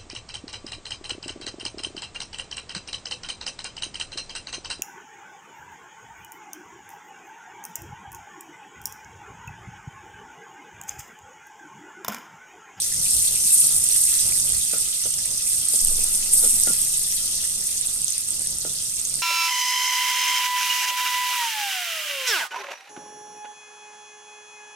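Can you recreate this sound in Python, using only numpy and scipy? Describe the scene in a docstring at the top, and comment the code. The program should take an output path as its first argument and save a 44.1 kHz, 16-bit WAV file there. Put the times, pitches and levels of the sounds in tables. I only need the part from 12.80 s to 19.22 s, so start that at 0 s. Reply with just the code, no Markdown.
"""Butter fizzes and foams in a steel pot over a rumbling gas flame, as a wooden spoon rubs the pot floor.
Soon drops spit and the flame thumps low, then bubbles blip, wet butter flares up and foam pops.
From about 2 s the spoon also knocks the pot, which shudders briefly; just after 3 s a deep wobble swings up.
Boiling is made of random ringing bursts, knocks of dying sines, and flame and rubbing of filtered noise.
The pot's air rings with the frying; two small microphone ports then colour the whole sound."""
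import sys
import numpy as np
from scipy import signal
from scipy.fft import rfft, irfft
from scipy.io import wavfile

SR = 44100
rng = np.random.default_rng(int(sys.argv[2]) if len(sys.argv) > 2 else 0)


def log_audio(samples):
    """Write samples as a 16-bit WAV file to the path given in sys.argv[1]."""
    # one column per channel
    frames = np.atleast_2d(samples).T
    # limit to full scale, then quantise
    limited = np.clip(frames, -1, 1)
    pcm = np.round(limited * 32767).astype(np.int16)
    wavfile.write(sys.argv[1], SR, pcm)


N = 283122
TIME = np.arange(N) / SR


def from_db(db):
    """Turn decibels into gain."""
    return 10 ** (np.asarray(db) / 20)


def left_right(db):
    """Gains for both sides; the left ends up this many dB above the right."""
    return from_db(np.array([[.5], [-.5]]) * db)


def rms_one(x):
    """Scale to an rms (average strength) of 1."""
    return x / np.sqrt(np.mean(x ** 2) + 1e-20)


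def random_signs(count):
    """Push or pull, by chance."""
    return rng.choice([-1, 1], count)


def smooth(x, lag_s):
    """Follow x with a lag."""
    keep = np.exp(-1 / (lag_s * SR))
    return signal.lfilter([1 - keep], [1, -keep], x)


def filtered(x, order, hz, kind):
    """Keep only the part of x that lies in a range of pitches."""
    return signal.sosfilt(signal.butter(order, hz, kind, fs=SR, output="sos"), x)


def drift(rate):
    """Slow random wandering with a spread of 1; rate in Hz."""
    # one value for every 40 samples, joined by straight lines
    r = np.exp(-80 * np.pi * rate / SR)
    noise = rng.standard_normal(N // 40 + 2002)
    slow = signal.lfilter([1], [1, -2 * r, r * r], noise)[2000:]
    return np.interp(np.arange(N) / 40, np.arange(len(slow)), rms_one(slow))


def colour(x, spectrum, size=2048):
    """Filter sound to follow a spectrum, with the least possible delay (minimum phase)."""
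    hz, db = np.transpose(spectrum)
    grid = np.maximum(np.fft.rfftfreq(size, 1 / SR), 1)
    gain = from_db(np.interp(np.log(grid), np.log(hz), db))
    cepstrum = irfft(np.log(gain))
    # folding the cepstrum forward in time makes the filter causal
    cepstrum[1:size // 2] *= 2
    cepstrum[size // 2 + 1:] = 0
    response = irfft(np.exp(rfft(cepstrum)))
    return signal.fftconvolve(x, response[None], axes=1)[:, :N]


def peak(hz, width, db):
    """Filter coefficients of one resonant peak or dip."""
    w, g = 2 * np.pi * min(hz, SR / 2 - 1) / SR, from_db(db / 2)
    k = np.tan(np.pi * width / SR)
    return [1 + k * g, -2 * np.cos(w), 1 - k * g], [1 + k / g, -2 * np.cos(w), 1 - k / g]


def resonate(x, peaks):
    """Pass sound through a chain of resonant peaks and dips."""
    for hz, width, db in peaks:
        x = signal.lfilter(*peak(hz, width, db), x)
    return x


def swell(s, length):
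    """A smooth bump of height 1, mostly between s and s + length."""
    return np.exp(-(2 * (TIME - s) / length - 1) ** 4)


def surge(s, rise_s, fade_db_per_s):
    """Rise from s to height 1, then die away."""
    rise = np.clip((TIME - s) / rise_s, 0, 1)
    return rise * from_db(-fade_db_per_s * np.maximum(TIME - s - rise_s, 0))


def bursts(per_s, scatter_db, low_hz, high_hz, cycles, bounce_db, bounce_s, count=16):
    """Random bursts ring a few cycles at one of count pitches, with a puff of wall reflections; rms 1."""
    born = rng.random(N) < per_s / SR
    sizes = born * from_db(scatter_db * np.minimum(rng.exponential(1, N), 5.5)) * random_signs(N)
    dealt, out = rng.integers(0, count, N), 0
    for k, hz in enumerate(np.linspace(low_hz, min(high_hz, .4 * SR), count)):
        clicks = sizes * (dealt == k)
        # the left side gets each click 4 to 6 samples later
        direct = np.array([np.roll(clicks, k % 3 + 4), clicks])
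        energy = smooth(clicks ** 2 + 1e-18, bounce_s)
        puff = from_db(bounce_db) * np.sqrt(energy) * rng.standard_normal((2, N))
        r = np.exp(-hz / (cycles * SR))
        ringing = [1, -2 * r * np.cos(2 * np.pi * hz / SR), r * r]
        out = out + signal.lfilter(np.sqrt(1 - r) * np.array([1, 0, -1]), ringing, direct + puff)
    return rms_one(out)


SIMMER_DB, SIMMER_FADE_DB_PER_S = -35, 0.77   # butter left alone, slowly losing its water
# the spoon spreads wet butter over hot steel; the fizz swells, then fades as the water boils off:
# [t/s, rise/s, level/dB, fade/dB per s]
SPREADS = [(0.14, 0.19, -30, 8.5), (0.5, 0.3, -28.5, 17), (1.05, 0.1, -29.5, 12.5), (2.64, 0.036, -30, 43),
           (2.87, 0.056, -31, 8.5), (3.5, 0.024, -27.5, 12)]


def boiling():
    """Quiet simmer level, and how far freshly spread butter lifts the fizz above it; both in dB."""
    simmer_db = SIMMER_DB - SIMMER_FADE_DB_PER_S * TIME
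    fresh = sum((from_db(db - simmer_db) * surge(s, rise_s, fade)) ** 2 for s, rise_s, db, fade in SPREADS)
    return simmer_db, 10 * np.log10(1 + fresh)


# the foam takes a share of each swell, a little later
FOAM_LEVEL_DB, FOAM_FOLLOWS, FOAM_LAG_S, FOAM_FADE_DB_PER_S = -32.5, 0.26, 0.16, 0.5958
CRACKLE_DB, BUBBLES_DB = -8.5, -9   # dry pops and ringing bubbles, relative to the foam
TICK_DB, TICK_FOLLOWS = -41.5, 0.53   # small drops follow each swell less, so stand out as the fizz calms
# tone of the fine bursts leaving the fat: [f/Hz, relative level/dB]
FIZZ_TONE = [(1000, -15), (3000, -27), (5500, -3.5), (7500, -0.5), (9500, 2), (11000, 0), (12500, -2.5),
             (14300, -7.5)]
# tone of the foam and its bubbles: [f/Hz, relative level/dB]
FOAM_TONE = [(300, -21), (1000, -21), (1650, -17.5), (2400, -11), (3500, -2.5), (4800, 1.5), (6000, 4),
             (7500, -4.5), (10000, -24.5), (14300, -6)]
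# slow drift of the fizz between left and right: [t/s, left minus right level/dB]
FIZZ_SIDE = [(0, 2.5), (0.8, 1.5), (1.7, -1.5), (2.8, 0.5), (4.2, 1.5), (5.5, 0)]


def sizzle():
    """Water bursts out of hot fat as fine fizz and ticks, and out of foam as bubbles and crackle."""
    simmer_db, lift_db = boiling()
    foam_db = FOAM_LEVEL_DB - FOAM_FADE_DB_PER_S * TIME + FOAM_FOLLOWS * smooth(lift_db, FOAM_LAG_S)

    fine = bursts(per_s=6000, scatter_db=2.9, low_hz=4380, high_hz=14040, cycles=1.4,
                  bounce_db=1.0, bounce_s=0.002)
    clumps_db = 0.85 * drift(rate=30)   # bursts come in clumps
    heat = from_db(simmer_db + lift_db + clumps_db)
    side = left_right(np.interp(TIME, *np.transpose(FIZZ_SIDE)))
    fizz = heat * side * rms_one(colour(fine, FIZZ_TONE))

    ticks = bursts(per_s=260, scatter_db=0.5, low_hz=7400, high_hz=9800, cycles=2.2,
                   bounce_db=-6.5, bounce_s=0.00088, count=8)
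    ticking = from_db(TICK_DB - SIMMER_FADE_DB_PER_S * TIME + TICK_FOLLOWS * lift_db) * ticks

    coarse = bursts(per_s=7400, scatter_db=5.0, low_hz=1220, high_hz=10400, cycles=2.1,
                    bounce_db=8, bounce_s=0.013)
    foam = from_db(foam_db + 0.35 * drift(rate=6.7)) * rms_one(colour(coarse, FOAM_TONE))

    snaps = bursts(per_s=260, scatter_db=3.5, low_hz=3150, high_hz=7200, cycles=0.92,
                   bounce_db=-0.5, bounce_s=0.0012)
    crackle = from_db(foam_db + CRACKLE_DB) * rms_one(colour(snaps, POP_TONE))

    rings = bursts(per_s=320, scatter_db=2.0, low_hz=2094, high_hz=7174, cycles=11,
                   bounce_db=-4, bounce_s=0.004, count=24)
    bubbles = from_db(foam_db + BUBBLES_DB) * rms_one(colour(rings, FOAM_TONE))
    return fizz + ticking + foam + crackle + bubbles


# resonances of the air in the pot: [f/Hz, width/Hz, level/dB]
CAVITY = [(594, 100, 23.5), (1333, 51, 7.5), (1715, 96, 3.5), (2027, 150, 6), (2660, 170, 5),
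          (3067, 120, -6)]


def pot_air(x, wander, rate, size=512):
    """The pot's air rings at pitches that wander slowly by chance, stepped block by block."""
    x = x.copy()
    for hz, width, db in CAVITY:
        pitch, state = hz * np.exp(wander * drift(rate)), np.zeros((2, 2))
        for i in range(0, N, size):
            block = x[:, i:i + size]
            x[:, i:i + size], state = signal.lfilter(*peak(pitch[i], width, db), block, zi=state)
    return x


# tone of the gas flame: [f/Hz, relative level/dB]
FLAME_TONE = [(20, 3), (45, 0), (80, -6), (115, -6), (148, -9.5), (200, -6.5), (300, -13), (560, -14),
              (800, -18.5), (1500, -26), (4000, -59)]
# resonances of the burner under the pot: [f/Hz, width/Hz, level/dB]
BURNER = [(94.5, 39, 6), (145.7, 6.9, 16), (174.3, 7.8, 3.5), (443, 1.5, 13)]


def flame(level_db, flutter_db):
    """Burning gas roars as lumpy, low-pitched noise, alike on both sides in the bass."""
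    mid, side = rng.standard_normal((2, N))
    side = filtered(side, 1, 1100, "high")
    air = mid + side * [[1], [-1]]
    roar = rms_one(resonate(colour(air, FLAME_TONE), BURNER))
    return from_db(level_db + flutter_db * drift(rate=7.4)) * roar


GRAZE_DB, LIFT_S = -2, 0.0028   # force of the graze before a blow; time to touch down or lift off


def skid(s, before_s, after_s):
    """The spoon grazes the steel just before a blow, drags on after it and lifts off."""
    grip = np.clip(np.minimum(TIME - s + before_s, s + after_s - TIME) / LIFT_S, 0, 1)
    return grip * np.where(TIME < s, from_db(GRAZE_DB), 1)


def skidding():
    """Dragging force of the spoon around all its blows."""
    return sum(from_db(db + skid_db) * skid(s, before_s, after_s)
               for s, db, _, skid_db, before_s, after_s in KNOCKS)


# firm rounds of the spoon over the pot floor: [middle t/s, half length/s, level/dB]
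STIRS = [(0.94, 0.89, -53.5), (3.2, 1, -57.5), (3.624, 0.51, -53.5)]
# tone of wood dragged over buttered steel: [f/Hz, relative level/dB]
RUB_TONE = [(140, -34), (210, 12.5), (320, 1), (460, 1), (680, -1), (950, -0.5), (1200, -12), (1420, 0),
            (1650, -26), (2000, -1.5), (3000, -14)]


def rubbing(skid_db, slips_per_s):
    """Dragged wood moves in tiny slips, heard as the spoon sweeps the floor and as it skids."""
    sweeps = sum(from_db(db) * np.exp(-((TIME - s) / half_s) ** 2) for s, half_s, db in STIRS)
    force = from_db(skid_db) * skidding() + sweeps
    slips = (rng.random(N) < slips_per_s / SR) * random_signs(N)
    return force * rms_one(colour(np.array([slips, slips]), RUB_TONE))


def echoes(x, t60, wet_db, delay):
    """Add dense reflections that die by 60 dB in t60 seconds, different on each side."""
    t = TIME[:SR // 2]
    tail = rng.standard_normal((2, len(t))) * from_db(-60 * t / t60) * (t > delay)
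    tail /= np.sqrt(np.sum(tail ** 2, axis=1, keepdims=True))
    return x + from_db(wet_db) * signal.fftconvolve(x, tail, axes=1)[:, :N]


SPIT_HZ, SPIT_SPREAD = 8600, 0.056   # pitch of a spit, and its relative scatter
# the biggest drops spit: [t/s, level/dB, left minus right level/dB]
SPITS = [(0.254, -22, 13), (0.309, -17, 2), (0.372, -23, 6), (0.424, -25, 0), (0.558, -15, -1),
         (0.678, -22, -2), (0.7495, -23, 0), (0.7795, -17, 3), (0.864, -28, 5), (1.046, -26, 0),
         (1.088, -18, -2), (1.242, -18, 2), (1.722, -17.5, -2), (1.983, -21, 1), (2.231, -26, 0),
         (2.307, -21.5, -7), (2.457, -22, 0), (2.732, -18, 0), (2.853, -20, -7), (2.886, -14.5, -7),
         (2.961, -27, 1), (3.072, -18, 1), (3.085, -18, -2), (3.242, -13.5, -1), (3.676, -14, 4),
         (3.7992, -15, 2), (3.836, -11.5, -3), (3.934, -15, -2), (4.017, -18, -2), (4.348, -26, 2),
         (4.871, -24, -7), (5.012, -20.5, 0), (5.062, -16, -2), (5.071, -19, 0), (5.218, -21, -4),
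         (5.245, -16, -5), (5.305, -25.5, -5), (5.38, -16, -2), (5.506, -21.5, -8), (5.594, -23, -2),
         (5.619, -21, 3), (5.672, -16, 3), (5.71, -25, -2), (5.785, -22, 3), (5.922, -43, 0),
         (6.140, -27, 3), (6.215, -21.5, 1), (6.274, -27, 2), (6.2965, -21, -2), (6.341, -23, 0),
         (6.356, -19.5, -8), (6.367, -25, 9)]


def spits(snap_s, bounce_db, bounce_s):
    """A drop bursts in a snap a few cycles long, then bounces around the pot by paths of its own."""
    out, t = np.zeros((2, N)), TIME[:SR // 50]
    for s, db, pan_db in SPITS:
        hz = SPIT_HZ * (1 + SPIT_SPREAD * rng.standard_normal())
        shape = (t / snap_s * np.exp(1 - t / snap_s)) ** 2
        snap = shape * np.sin(2 * np.pi * hz * t)
        paths = rng.standard_normal((2, len(t))) * np.exp(-t / bounce_s)
        paths *= from_db(bounce_db) / np.linalg.norm(paths[0])
        paths[:, 0] = 1   # the direct sound
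        heard = signal.fftconvolve(paths, snap[None], axes=1)[:, :len(t)]
        at = int(s * SR)
        out[:, at:at + len(t)] += (from_db(db) * left_right(pan_db) * heard)[:, :N - at]
    return out


# low thumps of the flame near 65 Hz, then brief shudders of the pot above 200 Hz:
# [t/s, length/s, f/Hz, level/dB]
THUMPS_AND_SHUDDERS = [(0.33, 0.097, 64.7, -37.5), (0.96, 0.064, 66, -41.5), (1.712, 0.1, 64.8, -38),
                       (2.933, 0.037, 241, -42.5), (3.2, 0.028, 262, -51), (3.646, 0.035, 287.5, -43),
                       (3.73, 0.025, 227, -45), (3.89, 0.028, 205, -35), (5.852, 0.02, 305.4, -42)]


def thumps_and_shudders():
    """The flame thumps and the pot vibrates, each as a brief sine of unsteady pitch."""
    unsteady = 0.19 * np.cumsum(drift(rate=38)) / SR   # the pitch wanders
    return sum(from_db(db) * swell(s, length) * np.sin(2 * np.pi * hz * (TIME + unsteady))
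               for s, length, hz, db in THUMPS_AND_SHUDDERS)


# the largest bubbles open with a short blip: [t/s, f/Hz, level/dB]
BLIPS = [(0.705, 2690, -36), (1.123, 5750, -19), (1.465, 6050, -20), (1.522, 2350, -32), (3.213, 2560, -32),
         (3.591, 4600, -24), (6.024, 6060, -24.5)]


def blips(rise_s, glide):
    """A larger bubble tears open with a soft snap and rings for a few milliseconds, rising in pitch."""
    out, t = np.zeros((2, N)), TIME[:SR // 25]
    for s, hz, db in BLIPS:
        phase = 2 * np.pi * hz * t * (1 + glide * t) + rng.uniform(0, np.pi, (2, 1))
        tone = t / rise_s * np.exp(1 - t / rise_s) * np.sin(phase)
        hiss = rng.standard_normal((2, len(t))) * np.exp(-t / 0.00082)
        snap = filtered(hiss, 1, [.7 * hz, 1.4 * hz], "band")
        at = int(s * SR)
        out[:, at:at + len(t)] += from_db(db) * (tone + snap)
    return out


# short rushes of wet butter, and one very brief bright spit at 3.048 s: [t/s, length/s, level/dB]
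FLARES = [(0.72, 0.032, -24), (0.745, 0.013, -29), (0.765, 0.045, -34), (0.793, 0.016, -24.5),
          (0.865, 0.011, -26.5), (1.99, 0.038, -34), (2.922, 0.047, -31.5), (3.048, 0.0023, -17),
          (3.318, 0.06, -33), (3.533, 0.013, -22.5), (3.548, 0.12, -34), (3.738, 0.027, -43),
          (4.856, 0.052, -39), (5.128, 0.039, -36)]
# tone of these rushes and of that spit: [f/Hz, relative level/dB]
FLARE_TONE = [(3000, -17), (6500, -8.5), (8500, 4.5), (10500, 2), (12500, -3), (14300, -7)]


def flares():
    """Wet butter boils in short rushes of very small, sharp bursts; the briefest is a single bright spit."""
    rush = bursts(per_s=3700, scatter_db=1.5, low_hz=8100, high_hz=14100, cycles=1.8,
                  bounce_db=3, bounce_s=0.0021, count=6)
    strength = sum(from_db(db) * swell(s, length) for s, length, db in FLARES)
    return strength * rms_one(colour(rush, FLARE_TONE))


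# bubbles in the foam pop: [t/s, level/dB before the tone below, left minus right level/dB]
POPS = [(1.34, -13, 4), (1.6, -15, 0), (1.822, -20, 16), (2.958, -15, -10), (3.349, -15.5, -1),
        (3.835, -13, -3), (4.323, -15, 5), (4.458, -18, -1), (4.912, -17, -3), (4.973, -19, -12),
        (4.9792, -12.5, 2), (5.281, -12.5, 10), (5.322, -13.5, 3), (5.895, -19, -2), (6.196, -15.5, -3),
        (6.251, -13.5, 0)]
# tone of a pop's crack: [f/Hz, level/dB]
POP_TONE = [(500, -51), (2000, -32.5), (3200, -11.5), (5000, -7.5), (6500, 4.5), (8200, -15), (14000, -23)]


def pops(decay_s, bounce_db, bounce_s):
    """A foam bubble snaps open in a dry, broad crack, with a faint tail from the pot's walls."""
    out, t = np.zeros((2, N + SR)), TIME[:SR // 25]
    shape = np.exp(-t / decay_s) + from_db(bounce_db) * np.exp(-t / bounce_s)
    for s, db, pan_db in POPS:
        at = int(s * SR)
        crack = shape * rng.standard_normal((2, len(t)))
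        out[:, at:at + len(t)] += from_db(db) * left_right(pan_db) * crack
    return colour(out[:, :N], POP_TONE)


def ring(clicks, hz, t60):
    """A unit click sets off a sine that starts near height 1 and dies by 60 dB in t60 seconds."""
    r, w = from_db(-60 / (t60 * SR)), 2 * np.pi * hz / SR
    return signal.lfilter([0, np.sin(w)], [1, -2 * r * np.cos(w), r * r], clicks + 1e-18)


MODE_SCATTER_DB = 1.5   # chance spread of each ringing tone from blow to blow
# spoon against the pot: [t/s, blow level/dB, brightness/dB against the other blows,
# skid level/dB relative to the blow, skid before/s, skid after/s]
KNOCKS = [(1.9358, -28.5, -16, -22, 0.012, 0.023), (1.9635, -44, -10, -25, .002, .004),
          (2.257, -35.5, -20, -16.5, 0.0086, 0.02), (2.939, -34.5, -31, -18, 0.0045, 0.024),
          (3.1145, -39.5, -33, -21, 0.0026, .01), (3.1885, -33, -33, -18, .01, 0.011),
          (3.6389, -28.5, -23, -19, 0.022, 0.032), (3.8742, -28, -14, -18.5, 0.013, 0.035),
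          (5.8505, -29.5, -17.5, -24, 0.0033, 0.029), (5.8586, -45, -30, -27, .002, .008)]
# tones that a knock rings with: [f/Hz, relative level/dB, time to fall 60 dB/s]
POT_MODES = [(203, -35, 0.14), (450, -41, 0.17), (507, 0.5, 0.014), (604, -17, 0.088), (680, -22.5, 0.07),
             (764, -25, 0.14), (900, -18, 0.0044), (1166, -15, 0.06), (1308, -10.5, 0.15),
             (1405, -11, 0.14), (1486, -25, 0.1), (1710, -19, 0.06), (1920, -10, 0.03)]


def spoon(level_db, hardness, chatter_db, chatters_per_s):
    """Wooden blows amid tiny contacts ring the pot; brighter blows reach its higher modes."""
    s, db, bright_db = np.transpose(KNOCKS)[:3]
    at, out = (s * SR).astype(int), np.zeros(N)
    contacts = (rng.random(N) < chatters_per_s / SR) * random_signs(N)
    chatter = from_db(chatter_db) * skidding() * contacts
    soft_db = hardness * np.interp(TIME, s, bright_db - bright_db.max())   # per octave above 550 Hz
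    for hz, mode_db, t60 in POT_MODES:
        clicks = chatter.copy()
        clicks[at] = from_db(db + rng.normal(0, MODE_SCATTER_DB, len(at)))
        octaves = max(np.log2(hz / 550), 0)
        out -= ring(clicks * from_db(level_db + mode_db + soft_db * octaves), hz, t60)
    out = filtered(out, 2, 170, "high")
    return np.array([out, out])


WOBBLE_HZ, WOBBLE_DB = 13.5, -23.5
WOBBLE_START_S, WOBBLE_RISE_S, WOBBLE_FADE_DB_PER_S = 3.015, 0.024, 18.5


def wobble(rumble_db, rumble_fade_db_per_s, waver_db):
    """A slow, uneven swing below hearing, with a faint rumble that outlasts it."""
    rumble = rms_one(filtered(rng.standard_normal(N), 2, [28, 55], "band"))
    height = from_db(WOBBLE_DB + waver_db * drift(rate=3.2))
    swing = height * np.sin(2 * np.pi * WOBBLE_HZ * (TIME - WOBBLE_START_S))
    return (swing * surge(WOBBLE_START_S, WOBBLE_RISE_S, WOBBLE_FADE_DB_PER_S)
            + from_db(rumble_db) * rumble * surge(WOBBLE_START_S, WOBBLE_RISE_S, rumble_fade_db_per_s))


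def scene():
    """Frying heard through the pot's air, with the spoon and the flame."""
    drops = spits(snap_s=0.00024, bounce_db=-2.5, bounce_s=0.0016) + blips(rise_s=0.0012, glide=0.6)
    butter = sizzle() + drops + flares() + pops(decay_s=0.0012, bounce_db=-9.5, bounce_s=0.017)
    frying = pot_air(butter, wander=0.015, rate=2.9)
    knocks = spoon(level_db=4.0, hardness=0.8, chatter_db=4, chatters_per_s=730)
    bare = rubbing(skid_db=-4, slips_per_s=900) + thumps_and_shudders() + knocks
    echoing = echoes(bare, t60=0.026, wet_db=-47, delay=0.0035)
    burner = flame(level_db=-47.0, flutter_db=2.37)
    return frying + echoing + burner + wobble(rumble_db=-48.5, rumble_fade_db_per_s=6.5, waver_db=2.6)


CUTOFF_HZ = 14400
# resonances of the two microphone ports: [f/Hz, width/Hz, level/dB]
LEFT_PORT = [(1354, 19, 9.5), (3170, 470, 4), (8850, 960, 8.5), (10270, 1340, 5), (12750, 6260, 8)]
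RIGHT_PORT = [(1457, 47, 7.5), (4240, 4300, -1), (8516, 1720, 19.5), (13400, 1000, 5)]


def record(dry):
    """Each port adds its own resonances; the tallest peaks are rounded and the top is cut steeply."""
    heard = np.array([resonate(dry[0], LEFT_PORT), resonate(dry[1], RIGHT_PORT)])
    heard = heard / (1 + (heard / .68) ** 4) ** .25
    return signal.sosfilt(signal.ellip(12, .2, 80, CUTOFF_HZ, fs=SR, output="sos"), heard)


dry = scene()
out = record(dry)
log_audio(out)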